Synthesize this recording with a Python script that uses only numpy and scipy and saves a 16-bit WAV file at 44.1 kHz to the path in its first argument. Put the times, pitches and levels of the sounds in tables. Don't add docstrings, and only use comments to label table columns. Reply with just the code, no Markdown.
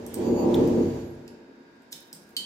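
import sys
import numpy as np
from scipy import signal
from scipy.fft import rfft, irfft
from scipy.io import wavfile
from scipy.ndimage import uniform_filter1d, map_coordinates

SR = 44100
rng = np.random.default_rng(int(sys.argv[2]) if len(sys.argv) > 2 else 0)


def wrap_up_sound(samples):
    columns = np.atleast_2d(samples).T
    tamed = np.clip(columns, -1, 1)
    steps = np.round(tamed * 32767).astype(np.int16)
    wavfile.write(sys.argv[1], SR, steps)


def magnitude_from_level(level_db):
    exponent = np.asarray(level_db, float) / 20
    return 10 ** exponent


N = 108045

# [t/s, crack level/dB, crack centre f/Hz, ring f/Hz, ring level/dB]
BLADE_TICKS = [(0.0643, -35, 11500, 8430, -39), (0.1375, -52, 12800, 12100, -41),
               (0.1421, -29, 11500, 8140, -31.5), (0.5427, -39, 8000, 3750, -29),
               (0.546, -42.5, 3300, 3120, -37), (0.552, -40.5, 13900, 15300, -39),
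               (0.6755, -37.5, 9500, 6100, -44), (1.2785, -43, 4400, 5160, -48),
               (1.755, -72, 7600, 8600, -72), (1.8206, -63, 7600, 7550, -64), (1.832, -69, 8500, 8700, -69),
               (1.917, -45.5, 9000, 8400, -54), (1.9225, -38, 8600, 14500, -36),
               (1.927, -29.5, 5500, 6500, -40), (1.9293, -52, 7000, 5250, -37),
               (1.935, -44, 5500, 7800, -57), (1.945, -62, 6940, 5200, -50),
               (2.1286, -34.5, 8000, 8320, -44), (2.129, -51.5, 5500, 5080, -40),
               (2.135, -52, 9100, 8550, -39.5), (2.3658, -28.5, 5500, 4470, -23.5),
               (2.3673, -29.5, 5160, 4360, -29), (2.3697, -39, 5500, 4800, -28.5)]
# [t/s, f/Hz, level/dB, T60/s]
EXTRA_RINGS = [(0.0643, 11700, -43, 0.005), (0.0643, 6100, -52, 0.005), (0.1418, 8050, -53, 0.03),
               (0.144, 11500, -50, 0.008), (0.5431, 3400, -29, 0.008), (0.5433, 5600, -39, 0.006),
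               (0.543, 8700, -44, .008), (0.5427, 12500, -46, .007), (0.544, 2000, -42, .006),
               (1.927, 3700, -43, 0.006), (1.9227, 5320, -45, .004), (1.9227, 6800, -45, .004),
               (1.925, 8300, -45, .004), (2.366, 3130, -31, 0.014), (2.3655, 8500, -32, 0.012)]
# [f/Hz, level/dB, T60/s]
PLATE_MODES = [(3060, 2.5, 0.32), (3300, -13, 0.51), (3900, 0, 0.15), (4320, -20, 0.15), (4500, -16, 0.16),
               (5500, -8, 0.08), (6660, -14.5, 0.18), (7380, -7.5, 0.2), (8600, -11, .05),
               (10400, -9, 0.19), (10700, -24, 0.25), (12250, -6, 0.1), (13110, -16, 0.29),
               (14600, -8, 0.15)]
# [t/s, length/s, level/dB, centre f/Hz]
THREAD_RUBS = [
    (1.909, .05, -57, 7500),
    (1.925, .3, -52, 9000),
    (2.132, .22, -53, 7500),
    (2.255, .45, -65, 10000),
    (0.08, .4, -58, 3150),
    (0.55, .2, -53, 3600),
    (2.368, .2, -50, 7000),
]
# [f/Hz, T60/s]
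BATH_DECAY = [(200, .9), (2000, 0.7), (4000, .45), (6000, 0.33), (15000, 0.15)]
# [t/s, panel rumble level/dB, brightness level/dB, wall weight level/dB]
DOOR_TRAVEL = [(0.0, -38, -10, -12), (0.15, -40, -14, -13), (0.18, -28, -13, -15.5),
               (0.28, -25, -14.5, -14.5), (0.32, -20, -20, -15.5), (0.38, -27.5, -7.5, -13.5),
               (0.45, -17.5, -11, -18), (0.52, -20.5, -11, -16), (0.6, -16, -15, -15),
               (0.7, -21, -15.5, -14), (0.82, -19.5, -20, -20), (0.87, -26.5, -16, -9),
               (0.98, -31.5, -14, -8), (1.14, -41, -12.5, -3.5), (1.4, -49, -12.5, -18.5),
               (1.64, -55, -16, -55), (1.9, -64, -21, -21), (2.45, -55, -14, -19)]
# [f/Hz, width/Hz, level/dB]
PANEL_MID = [(175, 11.2, -12), (199.3, 14, -8.5), (236.5, 6.9, 0.5), (269.9, 7.2, -4.5), (310, 19, -7),
             (342.76, 8.2, -0.5), (360.7, 10.4, -5), (383, 11.3, -7), (439.5, 16.2, -4.5), (485, 42, -6)]
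PANEL_HIGH = [(568.6, 30.6, -2.5), (626, 26, -5.5), (769.6, 79, -7), (825, 50, -13.5), (899, 70, -9.5),
              (975.6, 13.2, -13), (1097, 170, -17)]
PANEL_LOW = [(58.4, 6.4, -7.5), (99.1, 12, -1), (140.5, 20, 0)]
# [t/s, hiss level/dB]
TRACK_DRAG = [
    (0.0, -51.5),
    (0.14, -48),
    (0.22, -43.5),
    (0.4, -48),
    (0.55, -40),
    (0.75, -43.5),
    (1.0, -48),
    (1.1, -55),
    (1.5, -65.5),
    (2.45, -61.5),
]
# [f/Hz, level/dB per Hz]
HISS_COLOUR = [(590, 4), (1000, -1), (1290, -6), (1630, -4.5), (4120, -12), (6940, -13), (8850, -23.5),
               (13900, -23.5), (16000, -33)]
# [f/Hz, width/Hz, level/dB]
ROLLER_MODES = [(2700, 400, -68.5), (4610, 93, -64.5), (6270, 13, -71.5), (6820, 93, -65),
                (13370, 250, -70.5)]
# [t/s, level/dB]
ROLLER_CONTACT = [
    (0.12, -30),
    (0.22, -1),
    (0.6, 0.1),
    (1.0, -3),
    (1.1, -14),
    (1.3, -40),
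]
# [t/s, f/Hz, level/dB]
AXLE_WHISTLE = [
    (0.27, 10800, -100),
    (0.35, 10800, -66),
    (0.45, 10800, -74),
    (0.65, 10800, -70),
    (1.0, 11250, -74),
    (1.12, 11600, -70),
    (1.17, 10300, -80),
    (1.22, 9500, -100),
]
# [t/s, f/Hz, level/dB, T60/s]
WALL_THUDS = [(1.3, 270, -46, .5), (1.425, 268, -46, .9), (1.655, 272, -50, .3), (1.49, 205, -54, 1),
              (1.94, 166, -52, .25), (1.94, 232, -56, .4), (2.135, 165, -50, 0.45), (2.16, 203, -53, 1.2),
              (2.125, 240, -56, .5), (2.385, 235, -46, .6), (2.385, 195, -50, .6), (2.378, 378, -45, .25),
              (2.375, 300, -55, .2)]
# [f/Hz, level/dB per Hz]
HUM_COLOUR = [(24, -37), (40, -35), (276, 8.5), (312, 3), (1340, -8.5), (1440, -1), (2000, -11),
              (2500, -10.5), (16000, -93)]
# [f/Hz, width/Hz, level/dB]
HUM_PEAKS = [(930, 30, -70), (1626, 24, -71.5), (3750, 220, -79.5), (4820, 670, -76.5)]
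# [f/Hz, likeness 0-1]
LIKENESS = [(60, 0.78), (250, 0.9), (500, 0.63), (1000, 0), (4000, 0.01), (12000, 0)]
# [f/Hz, level/dB]
SIDE_LEVEL = [(60, -17), (130, -20), (235, -17), (345, -12), (600, -4.5), (1200, 1.0), (8000, 0)]

TOOL_PAN_DB = -3.2


def screwdriver():
    crack_t60_s, ring_t60_s = 0.016, 0.006
    out, t = np.zeros(N), np.arange(2000) / SR
    noises = rng.standard_normal((len(BLADE_TICKS), 2000))
    for (s, db, crack_hz, hz, ring_db), noise in zip(BLADE_TICKS, noises):
        crack = magnitude_from_level(db - 60 * t / crack_t60_s) * band(noise, crack_hz, 1.07)
        tick = crack + knock(magnitude_from_level(ring_db) * (t == 0), hz, ring_t60_s)
        i = int(s * SR)
        out[i:i + 2000] += tick[:N - i]
    for s, hz, db, t60 in EXTRA_RINGS:
        out += knock(click(s, db), hz, t60)
    return out + plate()


def plate():
    clink_s, clink_db = 2.366, -31.5
    out = np.zeros(N)
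    splits = rng.uniform(-1.09, 1, (len(PLATE_MODES), 6)) * 0.03
    for (hz, db, t60), split in zip(PLATE_MODES, splits):
        strike = click(clink_s, clink_db + db - 14)
        for d in split:
            out += ring(strike, hz + d * min(hz, 5000), t60)
    return out


def thread():
    out, t = 0, np.arange(N) / SR
    for s, length, db, hz in THREAD_RUBS:
        since = np.maximum(t - s, 0) / length
        shape = np.minimum(since * 12, 1) * magnitude_from_level(-30 * since)
        grain = magnitude_from_level(db + 2.5 * drift(150))
        octaves = 1.3 * (hz / 10000) ** 1.8
        out = out + grain * shape * band(rng.standard_normal((2, N)), hz, octaves)
    return out


def bathroom(x):
    t, tail = np.arange(SR // 2) / SR, 0
    for low in 400 * 2.0 ** np.arange(0, 5.5, 0.5):
        sos = signal.butter(2, [low, low * np.sqrt(2)], "band", fs=SR, output="sos")
        noise = signal.sosfilt(sos, rng.standard_normal((2, len(t))))
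        tail = tail + noise * magnitude_from_level(-60 * t / at_hz(BATH_DECAY, low))
    tail = tail * np.clip((t - 0.002) / 0.00067, 0, 1)
    tail = tail / np.sqrt(np.sum(tail ** 2) / 2)
    return signal.fftconvolve(x[None], tail, axes=1)[:, :N]


def door():
    db, bright_db, weight_db = in_time(DOOR_TRAVEL)
    panel = rms_one(resonant_noise(PANEL_MID))
    panel = panel + magnitude_from_level(bright_db) * rms_one(resonant_noise(PANEL_HIGH))
    panel = panel + magnitude_from_level(weight_db) * rms_one(resonant_noise(PANEL_LOW))
    rumble = magnitude_from_level(db + 1.0 * drift(23.94)) * panel
    air_pan_db = -3.5
    return rumble + pan(air_pan_db) * (track_hiss() + rollers() + whistle())


def track_hiss():
    return magnitude_from_level(in_time(TRACK_DRAG)[0]) * shaped_noise(HISS_COLOUR)


def rollers():
    return magnitude_from_level(in_time(ROLLER_CONTACT)[0] + 4.5 * drift(14.79)) * resonant_noise(ROLLER_MODES)


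def whistle():
    hz, db = in_time(AXLE_WHISTLE)
    wobble_hz = 40
    phase = np.cumsum(2 * np.pi * (hz + wobble_hz * drift(150)) / SR)
    return magnitude_from_level(db) * drift(210) * np.sin(phase)


def pushes():
    soft = signal.windows.hann(130) / 65
    thuds = 0
    for s, hz, db, t60 in WALL_THUDS:
        thuds = thuds + signal.fftconvolve(ring(click(s, db), hz, t60), soft)[:N]
    return signal.sosfilt(signal.butter(4, 120, "high", fs=SR, output="sos"), thuds)


def room_hum():
    return magnitude_from_level(-57.5) * shaped_noise(HUM_COLOUR) + resonant_noise(HUM_PEAKS)


def resonant_noise(peaks):
    steady = 0.55
    out = 0
    for hz, width_hz, db in peaks:
        t60 = np.log(1000) / np.pi / (1.5 * width_hz)
        noise = rng.standard_normal((2, N + 8000))
        both = ring(ring(noise, hz, t60), hz, t60)[:, 8000:]
        sway = uniform_filter1d(rms_one(both) ** 2, size=int(4 * SR / hz), axis=1) + 0.05
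        mid, side = both / sway ** (steady / 2)
        side = magnitude_from_level(at_hz(SIDE_LEVEL, hz)) * rms_one(side)
        out = out + magnitude_from_level(db) * (rms_one(mid) + side * [[1], [-1]])
    return out


def shaped_noise(spectrum):
    hz = np.maximum(np.fft.rfftfreq(N, 1 / SR), 1)
    alike = np.clip(at_hz(LIKENESS, hz), -1, 1)
    mid, side = rfft(rng.standard_normal((2, N))) * magnitude_from_level(at_hz(spectrum, hz))
    both = np.sqrt(1 + alike) * mid + np.sqrt(1 - alike) * side * [[1], [-1]]
    return rms_one(irfft(both, N))


def band(noise, hz, octaves):
    edges = np.clip(hz * 2.0 ** np.array([-octaves, octaves]), 100, 0.45 * SR)
    return rms_one(signal.sosfilt(signal.butter(2, edges, "band", fs=SR, output="sos"), noise))


def ring(clicks, hz, t60):
    r, w = magnitude_from_level(-60 / (t60 * SR)), 2 * np.pi * hz / SR
    return signal.lfilter([0, np.sin(w)], [1, -2 * r * np.cos(w), r * r], clicks + 1e-18)


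def knock(clicks, hz, t60):
    return ring(ring(clicks, hz, t60), hz, t60) * 2 * np.e * np.log(1000) / (t60 * SR)


def click(s, db):
    out = np.zeros(N)
    out[int(s * SR)] = magnitude_from_level(db)
    return out


def drift(rate):
    knots = rng.standard_normal(400)
    return map_coordinates(knots, [np.arange(N) / SR * rate], order=3)


def rms_one(x):
    return x / np.sqrt(np.mean(x ** 2) + 1e-20)


def in_time(rows):
    s, *columns = np.transpose(rows)
    return [np.interp(np.arange(N) / SR, s, c) for c in columns]


def at_hz(points, hz):
    table_hz, value = np.array(points).T
    return np.interp(np.log(hz), np.log(table_hz), value)


def pan(db):
    return magnitude_from_level(np.array([[db / 2], [-db / 2]]))


def scene():
    thin = signal.butter(2, 1700, "high", fs=SR, output="sos")
    tool = signal.sosfilt(thin, screwdriver())
    t = np.arange(N) / SR
    in_hand = (t > 0.4) & (t < 0.65)
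    right = np.where(in_hand, tool, np.roll(tool, 7))
    direct = np.array([tool, right]) * np.where(in_hand, pan(2.5), pan(TOOL_PAN_DB))
    room = bathroom(tool * magnitude_from_level(np.where(in_hand, -11, -2.5)))
    return direct + pan(TOOL_PAN_DB) * (room + thread()) + pushes() + door() + room_hum()


def top_cut(x):
    return signal.sosfilt(signal.butter(12, 16750, fs=SR, output="sos"), x)


def record(dry):
    rounded = 0.6 * np.tanh(dry / 0.6)
    cut = signal.sosfilt(signal.cheby2(12, 60, 16700, fs=SR, output="sos"), rounded)
    cut = signal.sosfilt(signal.butter(4, 51, "high", fs=SR, output="sos"), cut)
    return top_cut(cut)


dry = scene()
out = record(dry)
wrap_up_sound(out)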